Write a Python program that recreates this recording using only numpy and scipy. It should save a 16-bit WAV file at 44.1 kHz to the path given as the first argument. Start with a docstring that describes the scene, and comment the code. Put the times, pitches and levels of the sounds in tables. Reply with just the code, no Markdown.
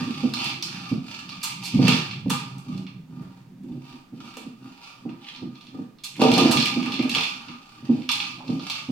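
"""Dry kibble rattles in a hollow toy as it rumbles over floorboards, and its weighted base thumps at once.
Dogs nose and paw this plastic treat toy in a living room; claws, teeth and pellets click, skid and rub.
Kibble, rolling: random tiny impacts through shell, body and board resonances, gated by spells of motion.
Knocks, clicks, scrapes: timed contact forces through the same modes. Paws: shaped noise strokes.
Each contact and motion gets a short random stereo room tail; faint shaped noise is the room's air."""
import sys
import numpy as np
from scipy import signal
from scipy.fft import rfft, irfft, next_fast_len
from scipy.io import wavfile
from scipy.ndimage import uniform_filter1d

SR = 44100
rng = np.random.default_rng(int(sys.argv[2]) if len(sys.argv) > 2 else 0)


def store_wav(level_fs):
    """Save 16-bit WAV to argv[1]."""
    pcm = np.round(np.clip(np.atleast_2d(level_fs), -1, 1) * 32767)
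    wavfile.write(sys.argv[1], SR, pcm.T.astype(np.int16))


N = 392931
HIT = SR * 2 // 5  # samples per contact and per room tail
LEAD = SR // 50  # samples of swell ahead of a knock's blow


def amp(db):
    """Decibels to gain."""
    return 10 ** (np.asarray(db) / 20)


def unit(x):
    """Scale to rms 1."""
    return x / np.sqrt(np.mean(x ** 2) + 1e-20)


def along(points, hz):
    """(Hz, value) points interpolated on a log-frequency axis."""
    f, v = np.transpose(points)
    return np.interp(np.log(hz + 1), np.log(f + 1), v)


def filtered(x, response):
    """x times a response of frequency."""
    n = x.shape[-1]
    m = next_fast_len(n + SR // 10, real=True)
    hz = np.fft.rfftfreq(m, 1 / SR)
    return irfft(rfft(x, m) * response(hz), m)[..., :n]


def coloured(x, spectrum):
    """x through a broad spectral shape."""
    return filtered(x, lambda hz: amp(along(spectrum, hz)))


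def bank(modes, hz):
    """Response of a set of resonances that radiate little outside their own range."""
    rings = 0
    for k, (centre, width, db) in enumerate(modes):
        damping = 1j * hz * width
        # alternate modes move in opposite phase
        rings = rings + (-1) ** k * amp(db) * damping / (centre * centre - hz * hz + damping)
    below = modes[0][0] * 0.66 / (hz + 1)
    above = hz / (modes[-1][0] * 0.94)
    return rings / np.sqrt((1 + below ** 4) * (1 + above ** 4))


def ringing(x, modes):
    """x through a set of resonances."""
    return filtered(x, lambda hz: bank(modes, hz))


def hump(hz, centre_hz, octaves):
    """A broad emphasis around one pitch."""
    return 1 / (1 + (np.log2((hz + 1) / centre_hz) / octaves) ** 2)


def ringing_near(x, modes, centre_hz, octaves):
    """x through resonances, favouring those near one pitch."""
    return filtered(x, lambda hz: bank(modes, hz) * hump(hz, centre_hz, octaves))


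def wobble(rate):
    """A smooth random curve, rate knots a second."""
    knots = rng.standard_normal(int(N * rate / SR) + 2)
    return np.interp(np.arange(N) * rate / SR, np.arange(len(knots)), knots)


def struck(x):
    """Scale each contact to the energy of 30 ms at rms 1."""
    return x / np.sqrt(np.sum(x ** 2, axis=(1, 2), keepdims=True) / (2 * 0.03 * SR))


def placed(times_s, sounds):
    """A stereo track with each sound starting at its time."""
    out = np.zeros((2, N + SR))
    for s, sound in zip(np.ravel(times_s), sounds):
        start = max(round(s * SR) + LEAD, 0)
        out[:, start:start + sound.shape[-1]] += sound
    return out[:, LEAD:LEAD + N]


# room decay: f/Hz, t60/s
WALLS_T60 = [(120, 0.37), (300, 0.33), (1000, 0.56), (4000, 0.44), (8000, 0.39), (15000, 0.27)]
# left-right correlation of the tail: f/Hz, correlation
TAIL_CORRELATION = [(100, 0.92), (280, 1), (500, 0.33), (900, 0), (3000, 0), (12000, 0)]


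def tails(count, wet_db):
    """The room's stereo answer from count places: noise decaying at its own rate in each band."""
    hz, t, z = signal.stft(rng.standard_normal((count, 2, HIT)), SR, nperseg=256)
    turn = np.arccos(np.clip(along(TAIL_CORRELATION, hz), -1, 1))[:, None] / 2
    mid = z[:, 0] * np.cos(turn)
    side = z[:, 1] * np.sin(turn)
    decay = amp(-60 * t / along(WALLS_T60, hz)[:, None])
    fade = decay * (1 - np.exp(-t / 0.00028))
    stereo = np.stack([mid + side, mid - side], 1)
    echo = signal.istft(stereo * fade, SR, nperseg=256)[1][..., :HIT]
    return echo * amp(wet_db) / np.sqrt(np.mean(np.sum(echo ** 2, axis=-1)))


def paths(count, wet_db):
    """Direct impulse plus room tail; the direct sound reaches the right port 3 samples later."""
    heard = tails(count, wet_db)
    heard[:, 0, 0] += 1
    heard[:, 1, 3] += 1
    return heard


def wandering(x, wet_db, count=36):
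    """A moving source: each of count slices takes its own random path to the microphone."""
    size = -(-N // count)
    pieces = np.pad(x, (0, size * count - N)).reshape(count, 1, size)
    heard = signal.fftconvolve(pieces, paths(count, wet_db), axes=-1)
    return placed(np.arange(count) * size / SR, heard) / np.sqrt(1 + amp(wet_db) ** 2)


def impacts(rate, spread_db, clump_db):
    """Random tiny impacts, rate a second, in clumps; energy evened out over 50 ms."""
    spread = spread_db * np.clip(rng.standard_normal(N), -2, 2)
    size = amp(spread + clump_db * wobble(130))
    hits = size * rng.choice([-1, 1], N) * (rng.random(N) < rate / SR)
    local_power = np.abs(uniform_filter1d(hits ** 2, size=SR // 20))
    return unit(hits / np.sqrt(local_power + 1e-9))


BRISK_DB, GENTLE_SLOWER = -36, 0.3  # level where rise_s is the swell time; dB of extra time per dB below


def spells(starts, lengths, levels_db, rise_s, sag_db_per_s, stop_s):
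    """Gain of motions that swell, sag and die away; overlapping ones add in power."""
    ahead = SR // 5
    t = np.arange(-ahead, SR) / SR
    power = np.zeros(N + 2 * SR)
    for s, length, db in zip(starts, lengths, levels_db):
        rise = rise_s * amp(GENTLE_SLOWER * (BRISK_DB - db))  # gentle motions swell more slowly
        swell = (1 + np.tanh((t - rise_s) / rise / 2)) / 2
        stop_db = 60 * np.maximum(t - length, 0) / stop_s
        gain = swell * amp(db - sag_db_per_s * t - stop_db)
        power[SR + round(s * SR) - ahead:][:len(t)] += gain ** 2
    return np.sqrt(power[SR:SR + N])


# kibble slides as the toy tips: t/s, length/s, level/dB, hollow ring re level/dB
SPILL_EVENTS = [(-0.08, 0.093, -33.5, -2.5), (0.08, 0.2, -38.5, -4.5), (0.356, 0.11, -29, -6.5),
                (0.637, 0.27, -38.5, -5.5), (1.035, 0.093, -42, -3.5), (1.091, 0.092, -38.5, -4.5),
                (1.274, 0.07, -42, -5.5), (1.409, 0.074, -33, -17), (1.61, 0.37, -36.5, -10),
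                (1.808, 0.14, -25, -6), (1.98, 0.14, -44.5, 0.5), (2.285, 0.096, -37, -27),
                (2.44, 0.16, -55.5, 2), (2.662, 0.091, -48.5, -1.5), (3.107, 0.28, -60.5, 5.5),
                (3.643, 0.14, -63, -1), (3.827, 0.077, -48.5, -1), (4.172, 0.24, -47, -2),
                (4.605, 0.37, -53.5, 1), (4.81, 0.037, -42.5, -7), (5.057, 0.035, -61.5, 12),
                (5.197, 0.17, -54, 5.5), (5.518, 0.13, -57, 1), (5.74, 0.027, -54.5, 3.5),
                (6.185, 0.14, -28, 0.5), (6.337, 0.37, -25, -4.5), (6.736, 0.43, -39.5, 1),
                (7.095, 0.17, -30.5, -6.5), (7.257, 0.28, -47, 1.5), (7.597, 0.36, -52.5, 0),
                (7.826, 0.24, -48.5, -4), (8.113, 0.15, -34.5, -8), (8.454, 0.067, -43.5, -5.5),
                (8.61, 0.078, -36.5, -4), (8.678, 0.1, -36, -6.5)]
# low, hollow shell modes: f/Hz, width/Hz, level/dB
SHELL_LOW_MODES = [(814.3, 7.5, 3.5), (945, 67, -1.5), (1210.5, 31.4, 6.5), (1348, 107, -5.5),
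                   (1744, 440, -12.5)]
# high shell modes: f/Hz, width/Hz, level/dB
SHELL_HIGH_MODES = [(2385, 168, 0), (2535, 15.6, 6.5), (2693, 108, 2), (3078, 92, 0.5), (3470, 310, -2.5),
                    (3830, 260, -4), (4230, 200, -2.5), (4736, 123, 2.5), (5360, 1120, -7.5)]
# dry treble of a contact: f/Hz, level/dB
SNAP_SPECTRUM = [(3500, -44), (6000, 4), (7800, 6.5), (10000, 2), (13000, -0.5), (16000, -11)]
SPILL_RISE_S, SPILL_SAG_DB_PER_S, SPILL_STOP_S, SPILL_IDLE_DB = 0.013, 19.5, 0.44, -88
FIZZ_DB, FIZZ_GROWS = -29.5, 0.73  # fizz beside a 0 dB rattle; dB gained per dB of rattle


def kibble():
    """Clumped pellet impacts feed the shell's high and low modes and a dry fizz."""
    s, length, db, ring_db = np.transpose(SPILL_EVENTS)

    def motion(level_db):
        gain = spells(s, length, level_db, SPILL_RISE_S, SPILL_SAG_DB_PER_S, SPILL_STOP_S)
        return gain + amp(SPILL_IDLE_DB)

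    tumble = motion(db)
    ring = motion(db + ring_db)
    pellets = impacts(rate=300, spread_db=4.5, clump_db=4.5)
    # each pellet chatters on the wall for about 2 ms
    chatter = rng.standard_normal(N) * np.sqrt(np.abs(uniform_filter1d(pellets ** 2, size=90)))
    rattle = tumble * unit(ringing(pellets, SHELL_HIGH_MODES))
    # as the toy turns, the pellets land where different modes are strong
    turning = sum(amp(4.2 * wobble(8)) * ringing(pellets, [mode]) for mode in SHELL_LOW_MODES)
    hollow = ring * unit(turning)
    fizz = tumble ** FIZZ_GROWS * amp(FIZZ_DB) * unit(coloured(chatter, SNAP_SPECTRUM))
    return wandering(rattle + hollow + fizz, wet_db=3.5)


# pushes and swings roll the toy: t/s, length/s, level/dB, floorboards' share of power/dB
ROLL_EVENTS = [(-0.05, 0.64, -34.5, -3.5), (0.622, 0.5, -39.5, -1.5), (1.12, 0.32, -44.5, -1.5),
               (1.492, 0.18, -39.5, 1), (1.728, 0.25, -24, -3), (2.036, 0.55, -34.5, 1),
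               (2.663, 0.14, -32, -2), (2.922, 0.074, -38, 1.5), (3.095, 0.16, -35.5, -1),
               (3.355, 0.42, -47, -1), (3.622, 0.15, -34, -6.5), (3.901, 0.05, -41, -8),
               (4.13, 0.14, -41, -9), (4.333, 0.17, -45.5, -13), (4.607, 0.056, -39, -9),
               (5.044, 0.1, -40.5, -8), (5.377, 0.14, -43.5, -7), (5.69, 0.16, -45, -5),
               (6.185, 0.407, -21, -8.5), (6.682, 0.45, -31.5, -6), (7.2, 0.35, -48, -5),
               (7.8, 0.16, -36.5, -5.5), (7.898, 0.093, -31.5, -9), (8.057, 0.46, -46, -4),
               (8.453, 0.14, -30.5, -10.5), (8.69, 0.18, -50, -1)]
# floorboard modes: f/Hz, width/Hz, level/dB
BOARD_MODES = [(106.3, 25, -16), (134.3, 16, 1), (159.8, 12.9, 1.5), (190.6, 16.5, 3.5)]
# toy body modes: f/Hz, width/Hz, level/dB
BODY_MODES = [(219.2, 17.5, -1.5), (250.6, 23.3, 2.5), (311.4, 21.2, -5), (340.7, 24, -6.5)]
# woody clack modes: f/Hz, width/Hz, level/dB
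CLACK_MODES = [(446, 16.3, 7), (508, 37, 1), (606.7, 11.7, -2), (659, 6.8, -2.5), (719, 5, 0),
               (768, 20.5, 0.5), (937, 63, -5), (1134, 120, -12)]
ROLL_RISE_S, ROLL_SAG_DB_PER_S, ROLL_STOP_S, ROLL_IDLE_DB = 0.021, 9, 0.27, -61.5
PRESS_FROM_DB, PRESS_RANGE_DB = -34.5, 16  # body rumble in this range: a paw bears down


def rolling():
    """Ribs and seams bump over the grain, ringing boards and body; pressed hard, they clatter more."""
    s, length, db, share_db = np.transpose(ROLL_EVENTS)
    share = np.clip(amp(share_db) ** 2, 0.02, 0.95)

    def motion(part):
        level_db = db + 10 * np.log10(part)
        gain = spells(s, length, level_db, ROLL_RISE_S, ROLL_SAG_DB_PER_S, ROLL_STOP_S)
        return gain + amp(ROLL_IDLE_DB)

    boards = motion(share)
    body = motion(1 - share)
    pressure = np.clip((20 * np.log10(body) - PRESS_FROM_DB) / PRESS_RANGE_DB, 0, 1)
    bumps = impacts(rate=300, spread_db=2.0, clump_db=2.0)
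    rumble = boards * unit(ringing(bumps, BOARD_MODES)) + body * unit(ringing(bumps, BODY_MODES))
    clack = unit(ringing_near(bumps, CLACK_MODES, 830, octaves=0.82))
    clatter = body * amp(-23 + 17.3 * pressure) * clack
    return wandering(rumble + clatter, wet_db=-3.5)


# room air: f/Hz, level/dB
HUSH_SPECTRUM = [(20, -5), (50, -17), (130, -12), (300, -8.5), (600, -17.5), (1500, -22), (5000, -29.5),
                 (10000, -37), (16000, -34.5)]


def hush():
    """Quiet room air: shaped noise, part common to both channels."""
    air = rng.standard_normal(N) + 1.5 * rng.standard_normal((2, N))
    return amp(-61.0) * unit(coloured(air, HUSH_SPECTRUM))


# toy strikes floor: t/s, level/dB, boom re level/dB, clack re level/dB, favoured f/Hz
# fixed trims in knocks() add to the levels
KNOCK_EVENTS = [(0.003, -21, -3.5, -14.5, 225), (0.073, -19.5, -17, -20, 232), (0.234, -10, -18, -15, 240),
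                (0.916, -13.5, -7, -18, 245), (1.743, -10, -1.5, -32, 227), (1.79, -9, -4.5, -10, 235),
                (1.836, -19, 3.5, -3.5, 200), (1.877, -16, 1.5, -5, 240), (1.908, -24, 0, 0.5, 207),
                (2.259, -17.5, 0, -11, 205), (2.305, -21.5, -6, -7.5, 262), (2.687, -28.5, -2, -22, 216),
                (4.126, -30, -6.5, -15, 253), (4.367, -34.5, -24, 1.5, 271), (4.461, -29, -9.5, -16, 239),
                (5.053, -23, -9, -11.5, 316), (5.423, -23.5, -7, -15, 312), (5.742, -27.5, -10, -12, 268),
                (5.788, -24, -10, -11, 280), (6.192, -13.5, -31, -9.5, 283), (6.215, -8.5, -28, 2.5, 318),
                (6.249, -11.5, -28, 6, 266), (6.283, -12.5, -28, -7, 331), (6.317, -17, -6, -7, 257),
                (6.372, -13, -12, 1.5, 350), (6.412, -11.5, -17, -7, 364), (6.451, -9.5, -25, -7, 347),
                (6.489, -11.5, -14, -7.5, 302), (6.559, -16, -3.5, -7, 275),
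                (6.764, -11.5, -16.5, -17.5, 280), (6.867, -19, -14, -16, 265), (6.992, -13, -16, -14, 315),
                (7.05, -16, -30, -14, 264), (7.16, -34, 2.5, 8.5, 330), (7.485, -31, -8, -19, 252),
                (7.893, -6.5, -18, -20.5, 261), (8.491, -17, -6, -10, 270), (8.533, -23, -22, -25, 243),
                (8.889, -16.5, -10, -16, 268)]
REBOUND_S, REBOUND_LOG_SPREAD, REBOUND_DB = 0.02, 0.1507, -13.5
CLACK_OVER_THUMP = 2.1  # clack pitch / thump pitch


def knocks():
    """The weighted base thumps and rebounds once, exciting body modes, board boom and woody clack."""
    rebounds = np.array(KNOCK_EVENTS, float)
    rebounds[:, 0] += REBOUND_S * np.exp(REBOUND_LOG_SPREAD * rng.standard_normal(len(rebounds)))
    rebounds[:, 1] += REBOUND_DB
    landings = np.vstack([KNOCK_EVENTS, rebounds])
    s, db, boom_db, clack_db, pitch_hz = np.transpose(landings)[..., None, None]
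    blow = np.pad(paths(len(s), wet_db=-0.5), ((0, 0), (0, 0), (LEAD, 0)))
    # the spot that lands decides which modes speak most
    thump = amp(-7) * struck(ringing_near(blow, BODY_MODES, pitch_hz, octaves=0.4))
    boom = amp(boom_db - 5.0) * struck(ringing(blow, BOARD_MODES))
    clack_hz = CLACK_OVER_THUMP * pitch_hz
    clack = amp(clack_db - 11.0) * struck(ringing_near(blow, CLACK_MODES, clack_hz, octaves=1.0))
    return placed(s - LEAD / SR, amp(db) * (thump + boom + clack))


# contact tick: f/Hz, level/dB
TICK_SPECTRUM = [(1200, -47), (2200, -3), (3200, 4), (4500, 13.5), (6000, 2), (8000, -16), (12000, -50)]


def shell(force, ring_db, snap_db, pitch_hz):
    """Forces ring the plastic shell, tick at a pitch set by contact hardness and snap in the treble."""
    force = np.pad(force, ((0, 0), (0, 0), (0, HIT - force.shape[-1])))
    # the room fills as the contact delivers its energy
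    blow = force + tails(len(force), wet_db=5.5) * np.sqrt(np.cumsum(force ** 2, axis=-1))
    wall = amp(-14.0) * struck(ringing_near(blow, SHELL_HIGH_MODES, pitch_hz, octaves=1.0))
    hollow = amp(ring_db - 11) * struck(ringing(blow, SHELL_LOW_MODES))
    ticking = filtered(blow, lambda hz: amp(along(TICK_SPECTRUM, hz)) * hump(hz, pitch_hz, octaves=0.34))
    tick = amp(-14) * struck(ticking)
    snap = amp(snap_db - 7) * struck(coloured(blow, SNAP_SPECTRUM))
    return wall + hollow + tick + snap


# sharp shell contacts: t/s, level/dB, ring re level/dB, snap re level/dB, f/Hz; shell() trims add
CLICK_EVENTS = [(0.3371, -18, -7, -20, 4000), (0.4423, -20.5, -7, -15.5, 2860),
                (0.5014, -22, -22, -43, 2670), (0.6248, -17.5, -16, -17, 4970),
                (1.291, -28.5, -9, -27, 4100), (1.8801, -9, -7.5, -18, 2540), (1.921, -15, -19, -34, 3050),
                (2.1101, -24, -19, -49, 2630), (2.302, -18, 2, -10, 2960), (2.582, -45, -17, -4, 2700),
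                (2.7769, -39.5, -6, -15, 3660), (2.8662, -35, -6.5, -41, 2440), (3.634, -57, -9, -8, 2370),
                (4.369, -32.5, -2.5, -9.5, 2500), (5.092, -40.5, -1, -35, 2320),
                (5.2427, -39, -21, -45, 2600), (5.3605, -34, -23, -36, 4170), (5.5548, -41, -9, -38, 3200),
                (5.6094, -39, -11, -30, 3270), (5.6685, -38.5, -20, -28, 3200), (5.985, -44, -7, -40, 3340),
                (6.165, -35, -11, -14, 2320), (6.2167, -14, -1, -19.5, 2820),
                (6.316, -14, -23, -19.5, 2650), (6.337, -13, -23, -21, 4000), (6.3791, -11, -2, -17, 3280),
                (6.5704, -10.5, -15, -24, 3060), (6.5996, -12.5, -26, -34, 4080),
                (6.6247, -15, -23, -21, 3940), (6.6568, -13.5, -13, -19.5, 2380),
                (6.8282, -24.5, -7, -26, 2350), (6.8591, -24, 1, -24, 2530), (6.92, -20, -11, -26, 2940),
                (6.9401, -20.5, -23, -28.5, 2940), (6.9909, -20, -24, -40, 2170),
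                (7.026, -26.5, -2, -20, 2330), (7.094, -18, -27, -17.5, 3050),
                (7.1487, -10.5, -10.5, -24.5, 2820), (7.169, -19, 0, -27, 2660),
                (7.1835, -18, -8, -32, 2670), (7.208, -17.5, -30, -23, 2580), (7.235, -17, -20, -24, 2730),
                (7.4841, -31.5, -4, -43, 2450), (8.019, -36, -9, -37, 2270), (8.09, -11, -8, -25, 2930),
                (8.116, -13.5, -18, -15.5, 3500), (8.2011, -16.5, -8.5, -33, 2940),
                (8.258, -36, -16, -32, 2360), (8.4786, -34, -7, -31, 3490), (8.5946, -31, -5, -39, 3480),
                (8.699, -17.5, -22, -20, 3370)]


def clicks(contact_s=0.00094):
    """Pellets and claws hit the shell, each in a noise burst of a few milliseconds."""
    s, db, ring_db, snap_db, pitch_hz = np.transpose(CLICK_EVENTS)[..., None, None]
    u = np.arange(SR // 50) / SR / contact_s
    force = rng.standard_normal((len(s), 1, len(u))) * u * np.exp(-u)
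    return placed(s, amp(db) * shell(force, ring_db, snap_db, pitch_hz))


# claws and teeth skid over the ribs: t/s, level/dB (3.5 dB added), ring re level/dB,
# snap re level/dB, f/Hz, length/s; shell() trims add
SCRAPE_EVENTS = [(1.429, -23.5, -2.5, -3.5, 4170, 0.024), (1.631, -25, -13, -11, 4530, 0.065),
                 (2.296, -24.5, 1, -7.5, 3200, 0.016), (6.036, -26, -16, -9.5, 3780, 0.019),
                 (6.51, -16.5, -0.5, -9.5, 3960, 0.02)]


def scrapes():
    """A skid is a run of tiny slips that stops when the claw leaves the shell."""
    s, db, ring_db, snap_db, pitch_hz, length = np.transpose(SCRAPE_EVENTS)[..., None, None]
    t = np.arange(SR // 10) / SR
    slips = rng.standard_normal((len(s), 1, len(t))) * amp(1.6 * wobble(370)[:len(t)])
    force = slips * (1 - np.exp(-t / (0.075 * length))) * np.exp(-(t / length) ** 4)
    return placed(s, amp(db + 3.5) * shell(force, ring_db, snap_db, pitch_hz))


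# paws slide on the boards: t/s, length/s, level/dB, f/Hz
PAW_EVENTS = [(5.204, 0.17, -43.5, 3000), (6.126, .07, -51, 2400), (8.379, 0.042, -43.5, 744),
              (8.418, 0.059, -53, 710)]


def paws():
    """Pads rub over the wood in soft, grainy strokes of band-shaped noise."""
    t = np.arange(N) / SR
    rub = np.zeros(N)
    for s, length, db, pitch_hz in PAW_EVENTS:
        inside = (t > s) & (t < s + length)
        count = inside.sum()
        grain = rng.standard_normal(count) * amp(7.3 * wobble(200)[:count])
        stroke = np.sqrt(np.abs(np.sin(np.pi * (t[inside] - s) / length)))
        friction = unit(filtered(grain, lambda hz: hump(hz, pitch_hz, octaves=0.72) ** 2))
        rub[inside] += amp(db) * stroke * friction
    return wandering(rub, wet_db=-0.5)


# stereo balance: f/Hz, left minus right/dB
LEFT_MINUS_RIGHT = [(60, 0.1), (250, -2.5), (600, -4.5), (1100, -0.6), (2200, -3.5), (4200, -4.5),
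                    (8000, -5), (13000, 1)]


def scene():
    """Sum of all layers; the right channel is the stronger through most of the band."""
    both = kibble() + rolling() + hush() + knocks() + clicks() + scrapes() + paws()
    return filtered(both, lambda hz: amp(np.outer([0.5, -0.5], along(LEFT_MINUS_RIGHT, hz))))


TOP_HZ = 16000


def record(dry):
    """Band limit: nothing passes at TOP_HZ or above."""
    return filtered(dry, lambda hz: hz < TOP_HZ)


dry = scene()
out = record(dry)
store_wav(out)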